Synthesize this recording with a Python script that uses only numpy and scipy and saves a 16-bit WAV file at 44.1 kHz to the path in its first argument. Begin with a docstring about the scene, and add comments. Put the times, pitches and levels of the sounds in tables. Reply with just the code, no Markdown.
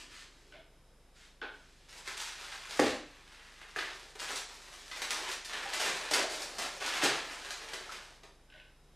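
"""A small, hard-walled kitchen: a man shifts on a creaking chair and slides a newspaper off the counter.
He unfolds it, turns it over, shakes it flat and lays it on his lap. Filtered noise and random clicks make
the paper and shirt, decaying sines the flip of a sheet, click-driven resonators the chair and counter.
Decaying noise gives strong echoes, as from across the table; tones and noise make the faint hum and hiss."""
import sys
import numpy as np
from scipy import signal
from scipy.fft import rfft, irfft, next_fast_len
from scipy.io import wavfile

SR = 44100
rng = np.random.default_rng(int(sys.argv[2]) if len(sys.argv) > 2 else 0)


def generate_wav(sig):
    """Save sig (samples, or channels by samples) to the path in sys.argv[1] as 16-bit PCM at SR."""
    pcm = np.round(np.clip(np.atleast_2d(sig).T, -1, 1) * 32767).astype(np.int16)
    wavfile.write(sys.argv[1], SR, pcm)


N = 394694
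TIME = np.arange(N) / SR   # s

# Levels of man, paper, chair and counter are those before the room gains.
# Still kitchen air. Each row: frequency in Hz, relative power density in dB.
AIR_SPECTRUM = [(41, -28), (70, -8.5), (130, -7.5), (277, -12.5), (441, -11.5), (1370, -19.5), (3790, -25),
                (4050, -29.5), (5280, -24.5), (5640, -30), (11700, -32.5), (14000, -67)]
AIR_DB = -66.5   # rms
# Steady machine tones. Each row: frequency in Hz, level in dB rms.
HUM_TONES = [(25, -64.5), (50, -67.5), (150, -81), (3865, -85), (5152, -84.5)]
# Very faint hiss, drawn separately for left and right. Each row: frequency in Hz,
# relative power density in dB.
HISS_SPECTRUM = [(100, 0), (500, -8), (2000, -9.5), (5000, -3.5), (11500, -4.5), (13500, -15)]

# Shirt brushing as he moves. Each row: start in seconds, length in seconds, level in dB.
SHIRT_STROKES = [(-.025, 0.026, -44), (0.089, 0.13, -51.5), (0.302, 0.22, -66), (1.138, .12, -59),
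                 (1.5, 0.45, -65)]
# Cotton. Each row: frequency in Hz, relative power density in dB.
CLOTH_SPECTRUM = [(410, -38), (700, -9.5), (851, -13), (894, -9), (1590, -1.5), (4070, -3.5), (8070, -10),
                  (13000, -29.5)]

# Weight shifting on the seat with a dull rub. Each row: time in seconds, level in dB.
SEAT_RUB = [(0, -64), (.25, -72.5), (.42, -68), (.62, -69), (.75, -90)]
# A chair joint creaks in a run of slips. Each row: start in seconds, length in seconds,
# first slip in dB re the chair modes, fall over the run in dB, brightness in dB per octave.
CREAK_RUNS = [(0.523, .055, -19, 4.5, 6), (1.415, .047, 5, 15, 0.5), (8.501, 0.1, -25.5, -2.5, 9)]
# Chair modes. Each row: frequency in Hz, strength in dB, T60 in seconds.
CHAIR_MODES = [(280, -41, 0.035), (460, -40, 0.028), (630, -42.5, 0.04), (769, -41, 0.058),
               (870, -40, 0.052), (1160, -34.5, 0.0074), (1497, -32.5, 0.023), (2220, -36, 0.011),
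               (2400, -36.5, 0.012), (3170, -27.5, 0.0022), (5300, -74, 0.0018)]
SLIP_JITTER = 0.15   # unevenness of the slips, as a share of their spacing
# The joint sings as it slides. Each row: start in seconds, length in seconds, pitch in Hz,
# glide in Hz per second, level in dB.
SQUEAK_TONES = [(0.531, 0.043, 610, 1100, -54.5), (8.484, .13, 1545, 0, -63.5),
                (8.536, 0.037, 650, -2500, -62)]

# A hand slides or bends the sheets: dragged off the counter, caught in both hands, unfolded and turned,
# shaken flat and laid down. Each row: start in seconds, length in seconds, rustle in dB,
# flapping lows in dB re rustle, crisp highs in dB re rustle.
PAPER_STROKES = [ (1.878, 0.12, -52.5, -1, 3), (2.04, 0.3, -45.5, -8, 0), (2.18, 0.042, -45.5, -15, 10),
                 (2.368, 0.38, -47.5, -6, 0), (2.687, 0.11, -44.5, 0, 1.5), (2.796, .1, -36.5, -1, -2.5),
                 (3.055, 0.34, -58.5, -6, -2.5), (3.264, 0.54, -56.5, -6.5, -2),
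                 (3.745, 0.15, -44, -3, -3.5), (3.908, 0.19, -56.5, 3.5, 3.5),
                 (4.181, 0.2, -42.5, -5.5, 1.5), (4.28, 0.033, -40.5, 4.5, 3),
                 (4.472, 0.44, -53.5, -1, 3.5), (4.938, 0.18, -45.5, -2, 1), (5.1, 0.24, -41, 0, -0.5),
                 (5.473, 0.3, -42, -0.5, -3.5), (5.716, .37, -39, -1, -1), (5.785, 0.083, -32, -0.5, 1),
                 (6.11, 0.089, -33.5, 4.5, -0.5), (6.285, 0.14, -43.5, 4, 5), (6.477, 0.15, -49, 5.5, 2.5),
                 (6.584, 0.069, -37.5, 1.5, 1), (6.703, 0.11, -51, 4.5, 2), (6.794, 0.23, -37, -0.5, -2),
                 (7.004, 0.048, -26.5, 0, -3.5), (7.065, 0.096, -35.5, -3, -5),
                 (7.214, 0.756, -48, 1.5, 0.5), (7.278, 0.027, -42, -7, -3), (7.888, 0.036, -47.5, -6, -6),
                 (8.003, 0.13, -57, 1, 0)]
# A fold gives way. Each row: time in seconds, level in dB, flapping lows in dB re level,
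# crisp highs in dB re level.
FOLD_SNAPS = [(2.073, -32, -5, -1.5), (2.171, -45.5, -6, 12), (2.522, -38, -13, -17),
              (3.614, -41.5, -5, -5), (3.761, -38, 12, -3), (3.787, -27.5, -16, -14), (4.154, -43, 6, 1.5),
              (4.216, -37, -1.5, -2), (4.358, -37.5, -9, 11), (4.509, -47, 7, -6), (4.914, -32.5, -11, -4),
              (5.018, -29.5, -2.5, 3), (5.106, -29, -10, 6), (5.315, -36, -15, 7), (5.448, -38.5, -7, 7.5),
              (5.534, -32, -1, -5), (5.734, -30, -10, 4), (5.894, -35, 10, 1), (6.111, -29, 9.5, 7),
              (6.136, -24.5, -12, 6), (6.418, -40, 2, 10), (6.584, -37.5, 11.5, 11), (6.862, -33.5, -6, 6),
              (7.036, -19.5, 5, 4), (7.448, -37.5, 0, 0), (7.506, -37, -6, 5.5), (7.732, -31, 1.5, 0.5),
              (7.837, -42, -9, -10), (7.919, -41.5, -1, 3.5), (8.233, -48, 8, 0)]
# Newsprint. Each row: frequency in Hz, relative power density in dB.
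PAPER_SPECTRUM = [(65, -65), (110, -27), (149, -23.5), (263, -13.5), (371, -4.5), (464, -6), (514, -6.5),
                  (740, -4.5), (1440, -4), (1730, -2.5), (4880, -8), (8780, -15.5), (14000, -32)]
FLAP_HZ, CRISP_HZ = 900, 4000   # borders of the three paper registers
ATTACK_S, SLACKEN_DB_PER_S, RELEASE_S = 0.018, 2.5, 0.032   # paper; the slackening serves all strokes
SNAP_FADE_S = 0.012   # time constant of the burst of buckles after each snap
# A bellied sheet flips through or the bundle flops on a hand. Each row: start in seconds, pitch in Hz,
# envelope peak in dB, time constant in seconds.
SHEET_POPS = [(2.523, 1680, -33.5, .0008), (3.7615, 1660, -22, 0.00056), (5.238, 944, -34.5, 0.0023),
              (5.54, 1880, -27, .0007), (5.655, 784, -33.5, 0.0035), (6.216, 385, -34, 0.0027),
              (6.221, 605, -27.5, 0.003), (6.243, 609, -33, 0.003), (7.034, 363, -21, 0.0021),
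              (7.038, 140, -36, 0.003), (7.052, 370, -27.5, 0.0028), (7.893, 1300, -31.5, 0.001)]

# Blows on the counter. Each row: time in seconds, level in dB re the counter modes,
# brightness in dB per octave.
COUNTER_BLOWS = [(2.7930, 1, -1), (2.7995, -20, -2), (2.819, -10, -2.5), (2.839, -13, -6)]
# Counter modes. Each row: frequency in Hz, strength in dB, T60 in seconds.
COUNTER_MODES = [(115, -46, 0.092), (248, -27.5, 0.052), (286.5, -23.5, 0.083), (380, -25.5, 0.038),
                 (429, -28.5, 0.13), (515, -21, 0.041), (650, -21, 0.029), (807, -23.5, 0.051),
                 (1190, -24.5, 0.014), (1800, -20, 0.014), (2170, -26.5, 0.018)]

# Reverberation. Each row: frequency in Hz, T60 in seconds.
ROOM_T60 = [(150, 0.51), (500, 0.48), (1500, 0.47), (4000, 0.52), (8000, 0.45), (13000, 0.19)]
CUTOFF_HZ = 14200


def from_db(db):
    """Decibels to gain."""
    return 10 ** (np.asarray(db) / 20)


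def at_hz(points, hz):
    """Read a table on a log-frequency axis."""
    table_hz, value = np.transpose(points)
    return np.interp(np.log(np.maximum(hz, 1)), np.log(table_hz), value)


def colour(x, spectrum, weight=np.ones_like, size=4096):
    """Causal filter of unit power gain with the given spectrum; weight(hz) then keeps a part of it."""
    hz = np.fft.rfftfreq(size, 1 / SR)
    gain = from_db(at_hz(spectrum, hz))
    gain = gain / np.sqrt(np.mean(gain ** 2)) * weight(hz)
    # folding the cepstrum gives minimum phase
    cepstrum = irfft(np.log(gain + 1e-7))
    cepstrum[1:size // 2] *= 2
    cepstrum[size // 2 + 1:] = 0
    impulse_response = irfft(np.exp(rfft(cepstrum)))
    return signal.oaconvolve(x, impulse_response)[:N]


def wander(per_s):
    """Straight lines between random values of spread 1."""
    knots = rng.standard_normal(N // 100)
    return np.interp(TIME * per_s, np.arange(len(knots)), knots)


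def flutter(depth_db, per_s):
    """A gain that wanders at random."""
    return from_db(depth_db * wander(per_s))


def stroke(start_s, length_s, attack_s, release_s):
    """Envelope of one movement: it gathers speed, slackens a little and dies away."""
    age = np.maximum(TIME - start_s, 0)
    fall = np.maximum(age - length_s, 0) / release_s
    rise = np.minimum(age / attack_s, 1)
    return rise * from_db(-SLACKEN_DB_PER_S * age) * np.exp(-np.minimum(fall, 20))


def crackle(per_s, spread_db, hiss_share):
    """Tiny buckles of uneven size at random moments, over the hiss of rubbing fibres; rms 1."""
    sizes = from_db(spread_db * np.minimum(rng.exponential(1, N), 4))
    signed_sizes = sizes * rng.choice([-1, 1], N)
    grains = signed_sizes * (rng.random(N) < per_s / SR)
    share = np.clip(hiss_share, 0, 1)
    return np.sqrt(1 - share) * grains / grains.std() + np.sqrt(share) * rng.standard_normal(N)


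def clicks(rows):
    """One impulse for each row: time in seconds, level in dB."""
    out = np.zeros(N)
    for s, db in rows:
        out[round(s * SR)] += from_db(db)
    return out


def ring(x, hz, t60_s):
    """Resonator: a unit click starts a decaying sine of initial height 1."""
    r = from_db(-60 / (t60_s * SR))
    w = 2 * np.pi * hz / SR
    return signal.lfilter([0, np.sin(w)], [1, -2 * r * np.cos(w), r * r], x + 1e-18)


def wood(blows, modes, contact):
    """Each blow rings all modes, tilted by its brightness; contact(clicks) turns the blows into a force."""
    s, level_db, brightness = np.transpose(blows)
    out = 0
    for k, (hz, mode_db, t60_s) in enumerate(modes):
        strength_db = level_db + mode_db + brightness * np.log2(hz / 1000)
        force = contact(clicks(zip(s, strength_db)))
        out = out + (-1) ** k * ring(force, hz, t60_s)
    return out


def background():
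    """Steady hiss and a low machine hum, with faint high tones."""
    hum = 0
    for hz, db in HUM_TONES:
        phase = 2 * np.pi * (hz * TIME + rng.random())
        hum = hum + from_db(db) * np.sqrt(2) * np.sin(phase)
    return hum + from_db(AIR_DB) * colour(rng.standard_normal(N), AIR_SPECTRUM)


def side_hiss(level_db):
    """Very faint hiss, drawn separately for left and right."""
    return from_db(level_db) * np.array([colour(rng.standard_normal(N), HISS_SPECTRUM) for _ in range(2)])


def shirt(attack_s=0.028, release_s=0.028):
    """Cotton brushes in soft, fine-grained strokes."""
    brushing = 0
    for start_s, length_s, db in SHIRT_STROKES:
        brushing = brushing + from_db(db) * stroke(start_s, length_s, attack_s, release_s)
    grain = crackle(per_s=10000, spread_db=9.0, hiss_share=0.99)
    return colour(brushing * grain, CLOTH_SPECTRUM)


def seat(hz=340, t60_s=0.015):
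    """Shifting weight rubs dully: noise through two resonators in series."""
    noise = np.diff(rng.standard_normal(N + 1))
    rub = ring(ring(noise, hz, t60_s), hz, t60_s / 2)
    level_db = np.interp(TIME, *np.transpose(SEAT_RUB), right=-120)
    return rub / rub.std() * from_db(level_db)


def slips(count):
    """Each creak is a run of unevenly spaced slips of changing force: time s, level dB, brightness."""
    rows = []
    for start_s, length_s, db, fall_db, brightness in CREAK_RUNS:
        jitter = np.r_[0, SLIP_JITTER * rng.standard_normal(count - 1)]
        progress = (np.arange(count) + jitter) / (count - 1)
        rows += [(start_s + length_s * p, db - fall_db * p, brightness) for p in progress]
    return rows


def creaks(slip_s=0.0032):
    """A joint grates in jerks that decay over a few milliseconds and drive the chair modes."""
    power_decay = np.exp(-2 / (slip_s * SR))
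    grit = crackle(per_s=3600, spread_db=-0.5, hiss_share=0.26)

    def grate(jerks):
        """Each jerk becomes a decaying burst of grit."""
        power = signal.lfilter([1 - power_decay], [1, -power_decay], jerks ** 2 + 1e-30)
        return grit * np.sqrt(power)

    band = signal.butter(2, [220, 6000], "band", fs=SR, output="sos")
    return signal.sosfilt(band, wood(slips(count=6), CHAIR_MODES, grate))


def squeaks(attack_s=0.009, release_s=0.014, waver_hz=35):
    """Short, unsteady tones of a sliding joint, some gliding."""
    out = 0
    for start_s, length_s, hz, glide, db in SQUEAK_TONES:
        pitch_hz = hz + glide * np.clip(TIME - start_s, 0, length_s) + waver_hz * wander(per_s=200)
        tone = np.sin(2 * np.pi * np.cumsum(pitch_hz) / SR)
        out = out + from_db(db) * stroke(start_s, length_s, attack_s, release_s) * tone
    return out


def chair():
    """Seat rub, grating joint and its brief singing."""
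    return seat() + creaks() + squeaks()


def flap_register(hz):
    """Whole sheets: the lows."""
    return 1 / np.sqrt(1 + (hz / FLAP_HZ) ** 6)


def rustle_register(hz):
    """Folds: the middle."""
    return 1 / np.sqrt((1 + (FLAP_HZ / (hz + 1)) ** 6) * (1 + (hz / CRISP_HZ) ** 6))


def crisp_register(hz):
    """Small creases: the highs."""
    return 1 / np.sqrt(1 + (CRISP_HZ / (hz + 1)) ** 6)


def newspaper(rub_db=0.0, crease_db=-7.5, snap_db=0.5, crack_db=12.0):
    """Rubbing and bursts of buckles sound in three registers: sheets flap, folds rustle, creases are crisp."""
    efforts = np.array([stroke(start_s, length_s, ATTACK_S, RELEASE_S) ** 2
                        for start_s, length_s, *_ in PAPER_STROKES])
    _, _, level_db, lows_db, highs_db = np.transpose(PAPER_STROKES)
    rub = from_db(rub_db) * crackle(per_s=1100, spread_db=4.0, hiss_share=0.26)
    rub = rub * flutter(depth_db=1.5, per_s=63)
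    # single creases stand out
    rub = rub + from_db(crease_db) * crackle(per_s=130, spread_db=2.5, hiss_share=0)
    burst = from_db(snap_db) * crackle(per_s=3500, spread_db=4.0, hiss_share=0.067)
    age = TIME[:SR // 4]
    snap_fade = np.exp(-age / SNAP_FADE_S)
    registers = [flap_register, rustle_register, crisp_register]
    out = 0
    for k, (register, tilt_db) in enumerate(zip(registers, (lows_db, 0, highs_db))):
        # overlapping strokes add in power
        force = rub * np.sqrt(from_db(level_db + tilt_db) ** 2 @ efforts)
        # the colour shifts as different parts of the sheet move
        force *= flutter(depth_db=1.4, per_s=55)
        for start_s, db, low_db, high_db in FOLD_SNAPS:
            i = round(start_s * SR)
            height = from_db(db + (low_db, 0, high_db)[k])
            force[i:i + len(age)] += height * snap_fade * burst[i:i + len(age)]
            force[i] += height * from_db(crack_db)   # the first, largest buckle
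        # each buckle pushes the air either way in each register
        out = out + colour(force * rng.choice([-1, 1], N), PAPER_SPECTRUM, register)
    return out


def pops():
    """The air held by a curved sheet swells and rings for a few cycles as the sheet flips."""
    out, age = np.zeros(N), TIME[:SR // 10]
    for s, hz, db, fade_s in SHEET_POPS:
        i = round(s * SR)
        swell = age / fade_s * np.exp(1 - age / fade_s)
        out[i:i + len(age)] += from_db(db) * swell * np.sin(2 * np.pi * hz * age)
    return signal.sosfilt(signal.butter(2, 120, "high", fs=SR, output="sos"), out)


def counter(slap_db=-28.0, slap_s=0.014):
    """The board thumps under clean blows, and the paper on it slaps at the first."""
    age = TIME - COUNTER_BLOWS[0][0]
    fade = (age > 0) * np.exp(-np.abs(age) / slap_s)
    slap = from_db(slap_db) * fade * crackle(per_s=2500, spread_db=7.5, hiss_share=0.15)
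    thump = wood(COUNTER_BLOWS, COUNTER_MODES, contact=lambda blows: blows)
    return thump + colour(slap, PAPER_SPECTRUM)


def echoes(first_echo_s=0.002):
    """Dense wall echoes along one set of paths, dying band by band; unit energy."""
    age, hz = TIME[:SR], np.fft.rfftfreq(SR, 1 / SR)
    white, tail = rfft(rng.standard_normal(SR)), 0
    edges_hz = np.r_[0, np.geomspace(180, SR / 2, 20)]
    for low, high in zip(edges_hz, edges_hz[1:]):
        band = irfft(white * ((hz >= low) & (hz < high)), SR) * (age > first_echo_s)
        band = band * from_db(-60 * age / at_hz(ROOM_T60, (low + high) / 2))
        tail = tail + band * np.sqrt((high - low) / (SR / 2) / np.sum(band ** 2))
    return tail


def kitchen(x, direct_db, room_db, shifts_per_s, count):
    """Direct sound plus echoes; a moving source shifts its power and phase among several sets of paths."""
    shares = np.array([wander(shifts_per_s) for _ in range(count)])
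    shares /= np.sqrt(np.sum(shares ** 2, axis=0))
    size = next_fast_len(N + SR)
    spectrum = sum(rfft(x * share, size) * rfft(echoes(), size) for share in shares)
    room = irfft(spectrum, size)[:N]
    return from_db(direct_db) * x + from_db(room_db) * room


def scene(hiss_db=-77.5):
    """All sounds reach one microphone, alike in both channels but for a trace of hiss."""
    man_and_paper = shirt() + chair() + newspaper() + pops()
    man = kitchen(man_and_paper, direct_db=-5.0, room_db=-1.5, shifts_per_s=45, count=6)
    thump = kitchen(counter(), direct_db=1.0, room_db=1.0, shifts_per_s=12, count=2)
    return background() + man + thump + side_hiss(hiss_db)


def record(dry):
    """The top is cut steeply."""
    return signal.sosfilt(signal.ellip(10, .2, 80, CUTOFF_HZ, fs=SR, output="sos"), dry)


dry = scene()
out = record(dry)
generate_wav(out)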